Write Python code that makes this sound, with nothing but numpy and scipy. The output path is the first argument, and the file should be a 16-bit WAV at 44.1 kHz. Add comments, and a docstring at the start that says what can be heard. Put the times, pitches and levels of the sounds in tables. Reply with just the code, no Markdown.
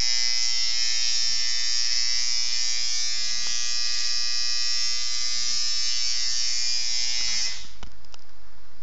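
"""First comes the buzz of a coil tattoo machine in a bare room, as a hand-held camera moves around it.
Its armature, a small iron bar, slaps the coils 120 times a second and chatters when the needle drags
in the skin. The machine is switched off, the room rings out, and fingers click and bump on the camera.
Underneath are room air, a low rumble, brushing cloth and a faint hum that comes every two seconds."""
import sys
import numpy as np
from scipy import signal
from scipy.fft import rfft, irfft
from scipy.io import wavfile
from scipy.ndimage import uniform_filter1d

SR = 44100
rng = np.random.default_rng(int(sys.argv[2]) if len(sys.argv) > 2 else 0)


def transcribe(u):
    """Save the signal u as a 16-bit wav file named by the first command-line argument.

    u: samples, shape (n,) or (channels, n), limited to [-1, 1]; the rate is SR.
    q: integer samples, one column per channel.
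    """
    v = np.clip(np.atleast_2d(u).T, -1, 1)
    q = np.round(v * 32767).astype(np.int16)
    wavfile.write(sys.argv[1], SR, q)


N = 388962
TIME = np.arange(N) / SR
OFF_S = 7.454  # the power is cut

# the camera's path through the room's pattern of loud and quiet spots: t/s, distance/turns
CAMERA_PATH = [(0, 0), (1.4, .5), (2.9, 1.5), (3.8, 2), (5.4, 2.0), (7.5, 4.0)]


def amp(db):
    """Turns decibels into a gain."""
    return 10 ** (np.asarray(db) / 20)


def unit_rms(x):
    """Scales a signal to an average power of 1."""
    return x / np.sqrt(np.mean(x ** 2) + 1e-20)


def curve(rows, t=TIME, column=1):
    """Reads one column of a table at the times t."""
    rows = np.asarray(rows)
    return np.interp(t, rows[:, 0], rows[:, column])


def spectrum(points, hz):
    """Reads (frequency, value) points on a log-frequency axis."""
    f, value = np.transpose(points)
    return np.interp(np.log(hz + 1), np.log(f + 1), value)


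def wander(t, max_rate, count=12):
    """A smooth random drift, about 1 in size."""
    speed, phase = rng.random((2, count, 1))
    return np.sqrt(2 / count) * np.sin(2 * np.pi * (max_rate * speed * t + phase)).sum(0)


def noise(colour):
    """Steady noise of power 1 with the given tone colour."""
    gain = amp(spectrum(colour, np.fft.rfftfreq(N, 1 / SR)))
    return unit_rms(irfft(rfft(rng.standard_normal(N)) * gain, N))


def ring(x, colour, size=4096):
    """Gives a sound a tone colour that rings only after each click, never before."""
    log_gain = np.log(amp(spectrum(colour, abs(np.fft.fftfreq(size, 1 / SR)))))
    response = np.fft.ifft(np.exp(np.conj(signal.hilbert(log_gain)))).real
    return signal.oaconvolve(x, response[:size // 2])[:N]


def clicks(times, heights, size=8):
    """Sharp clicks at exact times, even between two samples."""
    at = np.floor(times * SR).astype(int)[:, None] + np.arange(1 - size, size + 1)
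    away = at - times[:, None] * SR
    shape = np.sinc(away) * np.cos(np.pi * away / size / 2) ** 2 * heights[:, None]
    inside = (at >= 0) & (at < N)
    return np.bincount(at[inside], shape[inside], N)


def tattoo_machine():
    """The same strokes ring the bright armature, the spring and the duller frame."""
    # strokes a second, as heard at the moving camera: t/s, f/Hz
    stroke_rate = [(0.05, 120.1), (1.05, 119.6), (1.77, 120), (2.3, 120.3), (2.84, 120.15), (3.39, 119.65),
                   (4.47, 119.7), (5.59, 120.2), (7.32, 120.25), (7.42, 119.5)]
    # the tone colour of each part: f/Hz, gain/dB
    armature_colour = [(3700, -43.5), (4400, -18.5), (4750, -6), (5250, -0.5), (5650, -4.5), (5950, -8),
                       (6450, -9), (6750, -11.5), (7300, -14.5), (9000, -11.5), (11000, -58.5)]
    spring_colour = [(2200, -37), (2620, -8), (2950, -4), (3250, -6.5), (3700, -0.5), (4100, 1.5),
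                     (4400, 4), (5000, -23.5)]
    frame_colour = [(1100, -47.5), (1500, -25), (1680, -7), (1820, -2), (2060, 2), (2400, -1.5), (2540, -4),
                    (2900, -43.5)]
    cycles = np.cumsum(curve(stroke_rate)) / SR
    slaps = chirp(strokes(cycles))
    clack = at_level(ring(slaps, armature_colour), part_db(1, sway_db=0.5, db_per_us=-0.0046) + 0.36)
    spring = at_level(ring(slaps, spring_colour), part_db(2, sway_db=0.5, db_per_us=0.0429) + 0.5)
    frame = at_level(ring(slaps, frame_colour), part_db(3, sway_db=0.84, db_per_us=0.0424) - 0.24)
    return clack + spring + frame + armature_hum(cycles) + last_taps()


def strokes(cycles, free_spread_us=7.8, memory=0.48, db_per_us=0.0441, rebound_db=-11, rebound_s=0.0039):
    """One slap a cycle and a lighter rebound on the contact screw, heard directly and through the room."""
    # how openly the machine faces the camera: t/s, direct gain/dB
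    facing = [(0.28, 1.5), (.6, -1.5), (1.5, -2), (1.98, 2.5), (2.35, -2), (2.85, -4.5), (3.05, -8.5),
              (4.4, -8.5), (5.1, -5.5), (6.65, -7.5), (7.25, -2.5), (7.35, -12)]
    # the armature beams its main ring straight ahead: f/Hz, direct gain/dB
    beam = [(1500, 0.5), (2100, 4), (3000, 0.5), (4200, -3), (5000, 4.5), (5650, 6), (6300, -10),
            (7500, -6.5)]
    # first echoes, shifting as the camera moves: delay/ms, relative level/dB, drift/ms
    echoes = [(1.1, -4.5, 0.305), (2.4, -3.5, 0.4843), (4.3, -14.5, 0.614), (6.1, -7.5, 0.696),
              (10.2, -7, 0.888), (13.4, -9.5, 1.095)]
    beat = np.interp(np.arange(0.15, np.interp(OFF_S, TIME, cycles)), cycles, TIME)
    spread_us = free_spread_us + needle_drag(beat)
    # a stroke that lands late also lands softly, and upsets the next few
    slip, bounce = signal.lfilter([1], [1, -memory], rng.standard_normal((2, len(beat))))
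    slip_us = unit_rms(slip) * spread_us
    bounce_us = 2 * unit_rms(bounce) * spread_us
    slap_times = beat + slip_us / 1e6
    times = np.r_[slap_times, slap_times + rebound_s + bounce_us / 1e6]
    force = np.r_[amp(-db_per_us * slip_us), amp(rebound_db + db_per_us * bounce_us)]
    direct = ring(clicks(times, force * amp(curve(facing, times))), beam)
    early = np.zeros(N)
    for ms, db, drift_ms in echoes:
        delay_ms = ms + drift_ms * wander(curve(CAMERA_PATH, times), max_rate=0.6)
        early += clicks(times + delay_ms / 1e3, force * amp(db))
    return direct + amp(-2) * early + room(clicks(times, force))


def chirp(x, low_hz=4300, high_hz=5900, lag_s=0.0012):
    """The upper ring of each slap builds later than the lower, making a short upward chirp."""
    late_s = np.interp(np.fft.rfftfreq(N, 1 / SR), [low_hz, high_hz], [0, lag_s])
    return irfft(rfft(x) * np.exp(-2j * np.pi * np.cumsum(late_s) * SR / N), N)


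def part_db(column, sway_db, db_per_us):
    """A part's level follows the camera, the sway of the hand and the drag on the needle."""
    # relative levels as the camera moves: t/s, armature/dB, spring/dB, frame/dB
    levels = [(0.03, -25, -39, -36.5), (0.11, -25, -36.5, -36.5), (0.48, -26, -38, -39.5),
              (0.67, -26.5, -35.5, -38.5), (1.29, -25.5, -36, -41.5), (1.52, -28, -38, -39),
              (1.85, -25.5, -38, -41.5), (1.89, -26, -38, -38), (2.2, -26, -38.5, -40),
              (3.27, -28.5, -37.5, -42), (4.86, -26, -38, -41), (4.99, -29.5, -38, -42.5),
              (5.61, -26.5, -37, -44), (5.92, -27.5, -35.5, -43.5), (6.87, -27, -41, -41.5),
              (7.16, -27, -35, -40), (7.33, -27, -37, -37), (7.45, -27, -41, -41.5)]
    coarse = TIME[::256]
    sway = sway_db * wander(coarse, max_rate=6)
    db = curve(levels, coarse, column) + sway + db_per_us * needle_drag(coarse)
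    return np.interp(np.minimum(TIME, OFF_S), coarse, db)


def at_level(x, db, size=3675):
    """Sets the slow level of a running part; the last gain holds while the room rings out."""
    power = uniform_filter1d(uniform_filter1d(x ** 2, size), size // 2)
    last = round(OFF_S * SR) - size // 2
    power[last:] = power[last]
    return x * amp(db) / np.sqrt(abs(power) + 1e-20)


def room(x, spots=5):
    """Each spot in the room has its own echo; the camera passes from one to the next."""
    out, coarse = np.zeros(N), TIME[::512]
    for k in range(spots):
        nearness = np.maximum(np.cos(2 * np.pi * (curve(CAMERA_PATH, coarse) / 2 - k / spots)), 0)
        out += np.interp(TIME, coarse, nearness) * signal.fftconvolve(x, room_tail())[:N]
    return out / np.sqrt(spots / 4)


def room_tail(build_s=0.012):
    """Many echoes blur into one fading wash; the treble dies first."""
    # how long the room rings: f/Hz, time to fade by 60 dB/s
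    ring_times = [(500, .8), (2600, 0.79), (5200, 0.6), (8000, 0.59)]
    hz, t, bands = signal.stft(rng.standard_normal(SR // 2), SR, nperseg=256)
    bands = bands * amp(-60 * t / spectrum(ring_times, hz)[:, None])
    echo = signal.istft(bands * (1 - np.exp(-t / build_s)), SR)[1]
    return echo / np.linalg.norm(echo)


def armature_hum(cycles, waver_db=2.1, round_trip_turns=4.2, fade_s=0.12):
    """The swinging bar sends out clean low tones; the room favours different ones near and far."""
    # the tones: multiple of the stroke rate, far level/dB, close level/dB
    tones = [(1, -76, -65.5), (4, -87, -73.5), (5, -70, -72), (6, -65.5, -63), (7, -59.5, -71.5),
             (8, -64, -66.5), (9, -65.5, -73), (10, -65, -53.5), (11, -62.5, -66), (12, -70, -60),
             (13, -65, -62), (14, -65, -58)]
    out, coarse = np.zeros(N), TIME[::512]
    travel = curve(CAMERA_PATH, coarse)
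    closeness = np.sin(np.pi * travel / round_trip_turns) ** 2  # up to the machine and away again
    for multiple, far_db, close_db in tones:
        db = far_db + (close_db - far_db) * closeness + waver_db * wander(travel, max_rate=1.1)
        tone = np.sqrt(2) * np.sin(2 * np.pi * (multiple * cycles + rng.random()))
        out += np.interp(TIME, coarse, amp(db)) * tone
    return out * np.exp(-np.maximum(TIME - OFF_S, 0) / fade_s)


def room_air(db=-57.5):
    """The air of the room makes a soft, steady hiss."""
    # its tone colour: f/Hz, relative level/dB
    air_colour = [(60, -4), (125, -6.5), (200, -6.5), (300, -13), (550, -14), (1100, -10.5), (1900, -15),
                  (3000, -22), (4000, -17), (5100, -12), (6200, -23), (7400, -25), (10000, -43)]
    return amp(db) * noise(air_colour)


def handling(still_rumble_db=-61, still_rustle_db=-69, flutter_db=3):
    """A low rumble and an uneven brush of cloth swell whenever the camera shifts in the hand."""
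    # the shifts: start/s, length/s, rumble/dB, rustle/dB
    shifts = [(1.85, 0.5, -57, -71), (4.6, 0.95, -55, -78), (5.955, 0.53, -51.5, -76),
              (7.096, 0.68, -47, -53.5), (7.649, 0.63, -52.5, -73), (8.248, 0.66, -62, -64.5)]
    # tone colours: f/Hz, relative level/dB
    rumble_colour = [(15, -26.5), (25, -8.5), (40, -15.5), (49, 5.5), (54, -4), (60, -17), (80, -20.5),
                     (125, -20.5), (170, -26), (260, -35), (500, -48)]
    rustle_colour = [(200, -22.5), (600, -4), (850, -5.5), (1200, -1), (1600, -1.5), (2200, -10),
                     (4000, -25), (9000, -46.5)]
    coarse = TIME[::256]
    rumble_gain, rustle_gain = amp(still_rumble_db), amp(still_rustle_db)
    for start, length, rumble_db, rustle_db in shifts:
        swell = np.sin(np.pi * np.clip((coarse - start) / length, 0, 1))
        rumble_gain = np.hypot(rumble_gain, amp(rumble_db) * swell)
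        rustle_gain = np.hypot(rustle_gain, amp(rustle_db) * swell)
    rustle_gain *= amp(flutter_db * wander(coarse, max_rate=25))
    rumble = np.interp(TIME, coarse, rumble_gain) * noise(rumble_colour)
    rustle = np.interp(TIME, coarse, rustle_gain) * noise(rustle_colour)
    return rumble + rustle


def finger_touches(scrape=0.7, scrape_s=0.0014, size=6000):
    """Each touch is a blow with a tiny scrape that rings the camera body, too close for any echo."""
    # the body's tones: f/Hz, gain/dB, time to fade by 60 dB/s, kind (0 thud, 1 knock, 2 snap)
    body_tones = [(54, -1.5, 0.11, 0), (183, -1, 0.013, 0), (480, -11, 0.01, 1), (1030, -7.5, 0.011, 1),
                  (1400, -1.5, 0.01, 1), (2200, -6.5, 0.0039, 1), (2980, 1, 0.0071, 1),
                  (3760, 2, 0.0035, 1), (5020, -1, 0.0063, 2), (5360, -3, 0.0051, 2),
                  (5850, -20, 0.0032, 2), (7000, -15, 0.0027, 2)]
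    # the touches: t/s, thud/dB, knock/dB, snap/dB
    touches = [(0.279, -62, -43, -59), (3.469, -55, -33, -55), (7.21, -53, -37, -62),
               (7.649, -33.5, -48.5, -67), (7.829, -48, -31, -36.5), (7.833, -33, -36, -40),
               (7.865, -60, -47, -44), (7.872, -37, -54, -43), (7.9183, -70, -68, -41),
               (8.047, -62, -66, -35), (8.125, -70, -60, -40), (8.143, -51, -35, -31.5),
               (8.193, -70, -62, -43), (8.222, -70, -65, -44), (8.294, -72, -66, -43)]
    t, out = np.arange(size) / SR, np.zeros(N + 2 * size)
    tones = [(amp(db - 60 * t / fade_s) * np.sin(2 * np.pi * hz * t), kind)
             for hz, db, fade_s, kind in body_tones]
    for start, *kind_db in touches:
        body = sum(amp(kind_db[kind]) * tone for tone, kind in tones)
        blow = rng.standard_normal(size) * np.exp(-t / scrape_s)
        blow *= scrape / np.linalg.norm(blow)
        blow[0] += 1  # the hit itself
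        out[round(start * SR):][:size] += signal.fftconvolve(blow, body)[:size]
    return out[:N]


def needle_drag(t, bite_s=0.021, lift_s=0.06):
    """Skin makes the strokes uneven by some microseconds (us) as the needle bites, holds and lifts."""
    # passes through the skin: start/s, length/s, added timing spread/us
    passes = [(.36, .19, 3.8), (.64, 0.088, 6.7), (.82, 0.32, 13), (1.286, 0.53, 8.2), (1.826, 0.16, 23),
              (2.166, .1, 12), (2.49, 0.15, 14.4), (2.714, .12, 16), (3.17, 0.2, 13), (3.6, 0.13, 5),
              (3.837, 0.26, 19), (4.26, .13, 6), (4.98, 0.28, 8.7), (5.4, 0.15, 14), (6.11, .18, 15),
              (6.396, 0.49, 8.3), (6.908, .22, 9), (7.253, .25, 16)]
    return sum(us * np.clip(np.minimum((t - start) / bite_s, (start + length - t) / lift_s), 0, 1)
               for start, length, us in passes)


def faint_purrs(hz=196, sag_hz=5):
    """A faint hum every two seconds, perhaps a phone vibrating on something soft."""
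    # the hums: start/s, length/s, level/dB
    purrs = [(1.2, 0.3, -61), (3.198, 0.44, -62), (5.186, 0.44, -60), (7.194, 0.26, -58.5)]
    out = np.zeros(N)
    for start, length, db in purrs:
        progress = np.clip((TIME - start) / length, 0, 1)
        swell = np.sqrt(2 * abs(np.sin(np.pi * progress)))
        out += amp(db) * swell * np.sin(2 * np.pi * np.cumsum(hz - sag_hz * progress) / SR)
    return out


def last_taps(direct_db=-16, room_db=-6, first_s=0.01, gap_s=0.013, fade_db_per_s=50, count=6):
    """After the power is cut the spring gives a few slower, fading taps, mostly heard through the room."""
    # their tone colour: f/Hz, gain/dB
    tap_colour = [(1500, -38), (2500, -7), (3400, 7), (3700, 8), (4100, 3), (5300, 8), (6200, 3),
                  (7300, -4), (10000, -20)]
    after_s = first_s + gap_s * (np.arange(count) + 0.0795 * rng.standard_normal(count))
    taps = clicks(OFF_S + after_s, amp(-fade_db_per_s * after_s))
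    echo = signal.fftconvolve(taps, room_tail())[:N]
    return ring(amp(direct_db) * taps + amp(room_db) * echo, tap_colour)


def scene():
    """All the sounds add up in one channel."""
    return (tattoo_machine() + finger_touches() + faint_purrs() + room_air() + handling())[None]


def record(dry):
    """The high treble is cut away, and the signal rests a little off zero."""
    # a steep treble cut, with a faint band left just above it: f/Hz, gain/dB
    treble_cut = [(7200, 0), (7550, -6), (7950, -40), (8450, -25), (8900, -26)]
    edge_hz, offset = 8900, 0.0771
    low_pass = signal.firwin(511, edge_hz, window=("kaiser", 9), fs=SR)
    return offset + signal.oaconvolve(ring(dry[0], treble_cut), low_pass, "same")[None]


dry = scene()
out = record(dry)
transcribe(out)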